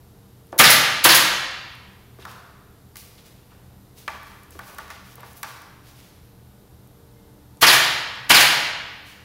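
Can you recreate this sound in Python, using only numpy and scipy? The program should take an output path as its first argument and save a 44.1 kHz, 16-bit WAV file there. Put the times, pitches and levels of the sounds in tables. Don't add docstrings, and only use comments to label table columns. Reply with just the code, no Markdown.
import sys
import numpy as np
from scipy import signal
from scipy.fft import rfft, irfft
from scipy.io import wavfile
from scipy.ndimage import uniform_filter1d

SR = 44100
rng = np.random.default_rng(int(sys.argv[2]) if len(sys.argv) > 2 else 0)


def unload_audio(sound):
    columns = np.transpose(np.atleast_2d(sound))
    steps = np.round(np.clip(columns, -1, 1) * 32767)
    wavfile.write(sys.argv[1], SR, steps.astype(np.int16))


def rack_gain(trim_db):
    fader = np.asarray(trim_db, float)
    return 10 ** (fader / 20)


N = 407484
T = np.arange(N) / SR

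# frequency in Hz, level in dB per Hz.
CLOTH = [(300, -30), (600, -12.5), (1200, -7), (2100, -4.5), (3000, -4.5), (5500, -6), (8000, -12.5),
         (11500, -9), (14000, -12.5), (16000, -11)]


def unit(x):
    return x / np.sqrt(np.mean(x ** 2))


def colour(x, table, tilt_db=0.):
    octave = np.log2(np.maximum(np.fft.rfftfreq(len(x), 1 / SR), 1))
    hz, db = np.transpose(table)
    shape_db = np.interp(octave, np.log2(hz), db, -90, -60)
    tilt = tilt_db * (np.maximum(octave, np.log2(300)) - np.log2(4000))
    return irfft(rfft(x) * rack_gain(shape_db + tilt), len(x))


def band(x, hz, width_hz):
    freq = np.fft.rfftfreq(len(x), 1 / SR)
    return irfft(rfft(x) * np.exp(-.5 * ((freq - hz) / width_hz) ** 2), len(x))


def ring(modes, t, phase):
    return sum(rack_gain(db - 60 * t / t60) * np.sin(2 * np.pi * (hz * t + p))
               for (hz, db, t60), p in zip(modes, phase))


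def flow(t, rise, fall):
    return np.minimum(t / rise, 1) ** 2 * np.exp(-np.maximum(t - rise, 0) / fall)


def walk(rate):
    k = int(SR / rate)
    held = np.repeat(rng.standard_normal(N // k + 1), k)
    return uniform_filter1d(uniform_filter1d(held, k), k)[:N]


def add(out, s, x):
    i = int(s * SR)
    out[i:i + len(x)] += x[:N - i]


def machine_air():
    # frequency in Hz, level in dB per Hz.
    spectrum = [(15, -38.5), (25, 1.5), (127, -2), (249, -11), (309, -11), (416, -15), (476, -19.5),
                (531, -19), (734, -17.5), (2480, -31.5), (3820, -29.5), (7920, -35.5), (12200, -30),
                (14800, -34.5), (16000, -39)]
    return unit(colour(rng.standard_normal(N), spectrum)) * rack_gain(-50 + .6 * walk(3))


def machine_hums():
    # frequency in Hz, width in Hz, level in dB rms.
    hums = [(78, 11, -56), (122, 10, -56), (194, 12, -60), (403, 5, -68), (461, 4, -67), (490, 4.5, -69)]
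    stir = rng.standard_normal(N)
    return sum(rack_gain(db + 1.4 * walk(1.2)) * unit(band(stir, hz, w / 2)) for hz, w, db in hums)


def electrical_whine():
    whine_hz = [3714, 7117, 7429, 9491, 9905, 11865, 14239]
    whine_db = [-83, -86, -85, -83, -86, -74, -78.5]
    drift = 2 * np.pi * np.cumsum(1 + .00025 * walk(30)) / SR
    return sum(rack_gain(db) * np.sqrt(2) * np.sin(hz * drift) for hz, db in zip(whine_hz, whine_db))


def far_motor():
    # time in seconds, level in dB.
    course = [(0, -80.5), (3, -71.5), (5.5, -69), (6, -66), (7.6, -60), (9.24, -66)]
    # harmonic in Hz, level in dB.
    tones = [(294.5, 0), (589, -10), (883.5, -12), (1472.5, -16)]
    turn = 2 * np.pi * np.cumsum(1 + 0.0011 * walk(1.2)) / SR
    motor = sum(rack_gain(db + 2.5 * walk(3)) * np.sqrt(2) * np.sin(hz * turn) for hz, db in tones)
    return motor * rack_gain(np.interp(T, *np.transpose(course)))


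def far_squeal():
    # Start, rise and fall in seconds, frequency in Hz, level in dB rms.
    s, rise, fall, hz, db = (7.1, .08, .15, 2110, -71)
    out = np.zeros(N)
    squeal = unit(band(rng.standard_normal(32768), hz, 12))
    add(out, s, rack_gain(db) * flow(T[:32768], rise, fall) * squeal)
    return out


def shop():
    return machine_air() + machine_hums() + electrical_whine() + far_motor() + far_squeal()


def ticks():
    # time in seconds, peak in dB, pitch in Hz.
    contacts = [(0.47, -47, 11300), (0.5233, -42, 6840), (1.7527, -44, 11500), (3.3646, -54, 11890),
                (4.2318, -39.5, 13800), (4.434, -40, 11760), (4.5077, -34, 12800), (4.523, -41.5, 6100),
                (4.6683, -42, 13800), (4.7476, -38, 11400), (5.1402, -44, 14200), (5.1564, -28, 14400),
                (5.2068, -38, 11800), (5.3318, -38, 10600), (5.6191, -38.5, 11500), (6.874, -45, 11800),
                (7.572, -47, 8000), (8.157, -43, 11800), (8.249, -50, 11000)]
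    out, t = np.zeros(N), T[:8192]
    for s, db, hz in contacts:
        tick = unit(band(rng.standard_normal(8192), hz, 3500)) * np.exp(-t / 0.0017)
        add(out, s - .0005, rack_gain(db - 4.0) * tick)
    return out


def knocks():
    # time in seconds, peak in dB, pitch in Hz.
    bumps = [
        (0.527, -14, 500),
        (2.187, -28, 420),
        (2.222, -32, 3170),
        (3.18, -38.5, 3500),
        (3.518, -37.5, 1200),
        (4.147, -28, 900),
        (4.553, -27, 446),
        (5.18, -29, 810),
        (7.378, -46.5, 684),
        (7.567, -49.5, 466),
    ]
    # time in seconds, peak in dB, pitch in Hz, snap in dB, its tilt in dB per octave.
    clacks = [
        (2.252, -22, 1250, -14, -1.5),
        (2.957, -34, 1620, -1.2, 0.5),
        (4.079, -11.5, 1700, -11, -6),
        (4.591, -20, 1400, -16, 0.4),
        (4.784, -18.5, 1400, -15, 4),
        (4.879, -33, 1475, -14, 0.9),
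        (4.903, -22, 1520, -14, -1.5),
        (5.231, -26.5, 1200, -26, 4),
        (5.431, -15.5, 1600, -8, 1.5),
    ]
    # frequency in Hz, level in dB, t60 in seconds.
    coupling = [(1160, 0, .07), (1450, -2, .04), (1735, -2, .035), (2050, -8, .025), (2350, -10, .025),
                (3400, -10, .02)]
    # frequency in Hz, level in dB, t60 in seconds.
    bench = [(490, -10, .1), (660, -5, .12), (805, 0, .12), (890, 0, .14)]
    out, t = np.zeros(N), T[:8192]
    events = [(*row, -28, -3, -13) for row in bumps] + [(*row, -6) for row in clacks]
    for s, db, hz, snap_db, tilt_db, ring_db in events:
        noise = rng.standard_normal((2, 8192))
        thud = unit(band(noise[0], hz, 0.29 * hz + 60)) * flow(t, 0.0033, 0.0098)
        snap = unit(colour(noise[1], CLOTH, tilt_db)) * flow(t, 0.0013, 0.0028)
        metal = ring(coupling, t, rng.random(len(coupling))) * flow(t, 0.0017, 9.)
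        wood = ring(bench, t, rng.random(len(bench))) * flow(t, 0.021, 9.)
        body = rack_gain(ring_db) * (0.44 * metal + 0.3 * wood)
        add(out, s - .001, rack_gain(db) * (0.21 * thud + rack_gain(snap_db) * snap + body))
    return out


def rustle():
    # time in seconds, level in dB, tilt in dB per octave.
    jolts = [(0.529, -38, -17), (2.19, -49, -3), (2.26, -48, -4.5), (2.96, -44.5, 3.5), (3.5, -58, -5.5),
             (4.081, -44.5, -3), (4.6, -49, -4), (4.789, -47, -3), (4.9, -47, -2.5), (5.19, -47, -8),
             (5.435, -42, -3)]
    # start and rise in seconds, level in dB, tilt in dB per octave.
    drags = [(2.26, 0.039, -51, 1.5), (3.165, .02, -53, -0.5), (3.221, .04, -54, 0.6), (3.94, .045, -50, 2),
             (4.2, .08, -54.5, 1.5), (4.472, 0.055, -53, 2), (4.599, 0.066, -48.5, 4),
             (4.62, 0.075, -48.5, -9), (5.0, 0.064, -53, 2), (5.181, .1, -53, 3), (5.349, .025, -48, 8),
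             (5.44, .05, -49.5, 3.5), (5.801, 0.074, -53, 0.4), (5.92, .07, -53, 0.4),
             (9.02, .055, -48, -1.5)]
    # time in seconds, level in dB.
    rattles = [(2.256, -44.5), (4.085, -47), (4.6, -51), (4.79, -50), (5.436, -44)]
    jolt_rise_s, jolt_fall_s, rattle_fall_s = .009, .095, .145
    out, t = np.zeros(N), T[:16384]
    bursts = rack_gain(1.8 * walk(65))
    moves = [(s, jolt_rise_s, jolt_fall_s, db, tilt_db) for s, db, tilt_db in jolts]
    moves += [(s, rise, 1.65 * rise, db, tilt_db) for s, rise, db, tilt_db in drags]
    for s, rise, fall, db, tilt_db in moves:
        slips = rng.standard_normal(16384) * rack_gain(2.5 * rng.exponential(size=16384))
        add(out, s, rack_gain(db) * flow(t, rise, fall) * unit(colour(slips, CLOTH, tilt_db)))
    for s, db in rattles:
        hollow = unit(band(rng.standard_normal(16384), 1250, 370))
        add(out, s, rack_gain(db) * flow(t, jolt_rise_s, rattle_fall_s) * hollow)
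    return out * bursts


def air_jet(rise, fall, db, tilt_db):
    # frequency in Hz, level in dB per Hz.
    hiss = [(290, -46), (500, -8), (1790, 3.5), (4300, -0.4), (5800, -4.5), (6610, -4.5), (8500, -10.5),
            (11100, -3.5), (12800, -10), (15100, -8.5), (16000, -12.5)]
    noise = unit(colour(rng.standard_normal(16384), hiss, tilt_db))
    return rack_gain(db) * flow(T[:16384], rise, fall) * noise


def driver_blow(aim):
    # frequency in Hz, level in dB per Hz.
    strike = [(35, -38.5), (60, -18), (253, -9.5), (687, -7), (821, -1.5), (1670, 2.5), (3100, 2),
              (3710, -5.5), (4430, -4), (7880, -17.5), (12000, -13.5), (15600, -39), (22000, -120)]
    # frequency in Hz, level in dB, t60 in seconds.
    frame = [(144, -15.5, .12), (340, -19, .08), (700, -8, 0.066), (951, -3, 0.085), (1150, -3, 0.053),
             (1702, -4, 0.044), (2100, -22.5, 0.066), (3100, -0.5, 0.026)]
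    t = T[:8192]
    crack = unit(colour(rng.standard_normal(8192), strike, 0.34 - 2.5 * aim)) * flow(t, 0.0027, .022)
    return 0.3 * crack + 0.14 * ring(frame, t, rng.random(len(frame)) / 4)


def exhaust_whistle():
    from_hz, to_hz, length_s, flutter_hz = 5200, 2800, .06, 550
    u = np.minimum(T[:8192] / length_s, 1)
    flutter = unit(band(rng.standard_normal(8192), 0, flutter_hz))
    pitch_hz = from_hz + (to_hz - from_hz) * u ** 1.5
    tone = np.sin(2 * np.pi * np.cumsum(pitch_hz) / SR)
    return np.sqrt(np.sin(np.pi * u).clip(0)) * flutter * tone


def stapler():
    # start, rise and fall in seconds, level in dB, tilt in dB per octave.
    trigger = (0.579, .001, .02, -25.5, 9)
    # valve opens in seconds, driver strikes in seconds, level in dB,
    # aim from 0 (away) to 1 (towards the listener), piston back after in seconds.
    shots = [
        (0.584, 0.597, 9, 0.94, 0.096),
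        (1.035, 1.051, 7.5, .9, .088),
        (7.608, 7.626, 8, .1, .094),
        (8.290, 8.303, 9, 0.054, 0.094),
    ]
    # rise (the valve's is a share of the driver's travel) and fall in seconds, level in dB re the blow,
    # dB gained by aim, tilt in dB per octave, tilt gained by aim.
    valve = (.7, .024, -22.5, 9.5, 2.5, 2.5)
    exhaust = (.01, .085, -17.5, 0.3, -1.1, 0.27)
    piston_return = (.011, 0.0332, -21.5, 4.5, -0.6, 6)
    exhaust_after_s, whistle_db = .034, -19
    out = np.zeros(N)
    add(out, trigger[0], air_jet(*trigger[1:]))
    for opens, s, db, aim, back in shots:
        add(out, s, rack_gain(db) * driver_blow(aim))
        vents = s + exhaust_after_s
        jets = [(opens, s - opens, valve), (vents, 1, exhaust), (s + back, 1, piston_return)]
        for start, scale, (rise, fall, jet_db, aim_db, tilt_db, aim_tilt_db) in jets:
            level_db = db + jet_db + aim_db * aim
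            add(out, start, air_jet(rise * scale, fall, level_db, tilt_db + aim_tilt_db * aim))
        add(out, vents, rack_gain(db + whistle_db) * exhaust_whistle())
    return out


def hall(x):
    # frequency in Hz, t60 of the walls in seconds, level in dB.
    walls = [(60, 1.9, -6), (125, 1.2, 1.5), (300, 0.87, 1.5), (1000, 1.23, -3.5), (3000, 1.273, -2.5),
             (8000, 1.2, -4.5), (11500, 1.2, -6.5), (16000, 1.3, -2.5)]
    first_wall_s, build_s, air_loss = 0.0027, .02, 0.55
    t = T[:65536]
    hz, t60, db = np.transpose(walls)
    freq = np.log(np.fft.rfftfreq(len(t), 1 / SR) + 1)
    steps = np.log(np.geomspace(50, 17000, num=24))
    noise, tail = rfft(rng.standard_normal(len(t))), 0
    for f in steps:
        loss = 60 / np.interp(f, np.log(hz), t60) + air_loss * (np.exp(f) / 1000) ** 2
        echoes = irfft(noise * np.interp(freq, steps, steps == f))
        tail = tail + echoes * rack_gain(np.interp(f, np.log(hz), db) - loss * t)
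    tail = tail * (1 - np.exp(-np.maximum(t - first_wall_s, 0) / build_s))
    return signal.fftconvolve(x, tail * rack_gain(-1.5) / np.sqrt(0.042 * SR))


def scene():
    moves_s = [0, 2, 7, 10]
    out = shop()
    taps = ticks() + knocks()
    near = rustle() + stapler()
    wet = near + rack_gain(-2.5) * taps
    for a, b in zip(moves_s, moves_s[1:]):
        add(out, a, hall(wet[a * SR:b * SR]))
    return (near + taps + out)[None]


def band_limit(x):
    return signal.sosfilt(signal.butter(12, 16820, fs=SR, output="sos"), x)


def record(dry):
    bass_hz, top_hz, clip, knee = 69.5, 15750, .68, 6.
    x = signal.sosfilt(signal.butter(1, bass_hz, "high", fs=SR, output="sos"), dry)
    x = x / (1 + np.abs(x / clip) ** knee) ** (1 / knee)
    x = signal.sosfiltfilt(signal.ellip(8, .1, 30, top_hz, fs=SR, output="sos"), x)
    return band_limit(x)


dry = scene()
out = record(dry)
unload_audio(out)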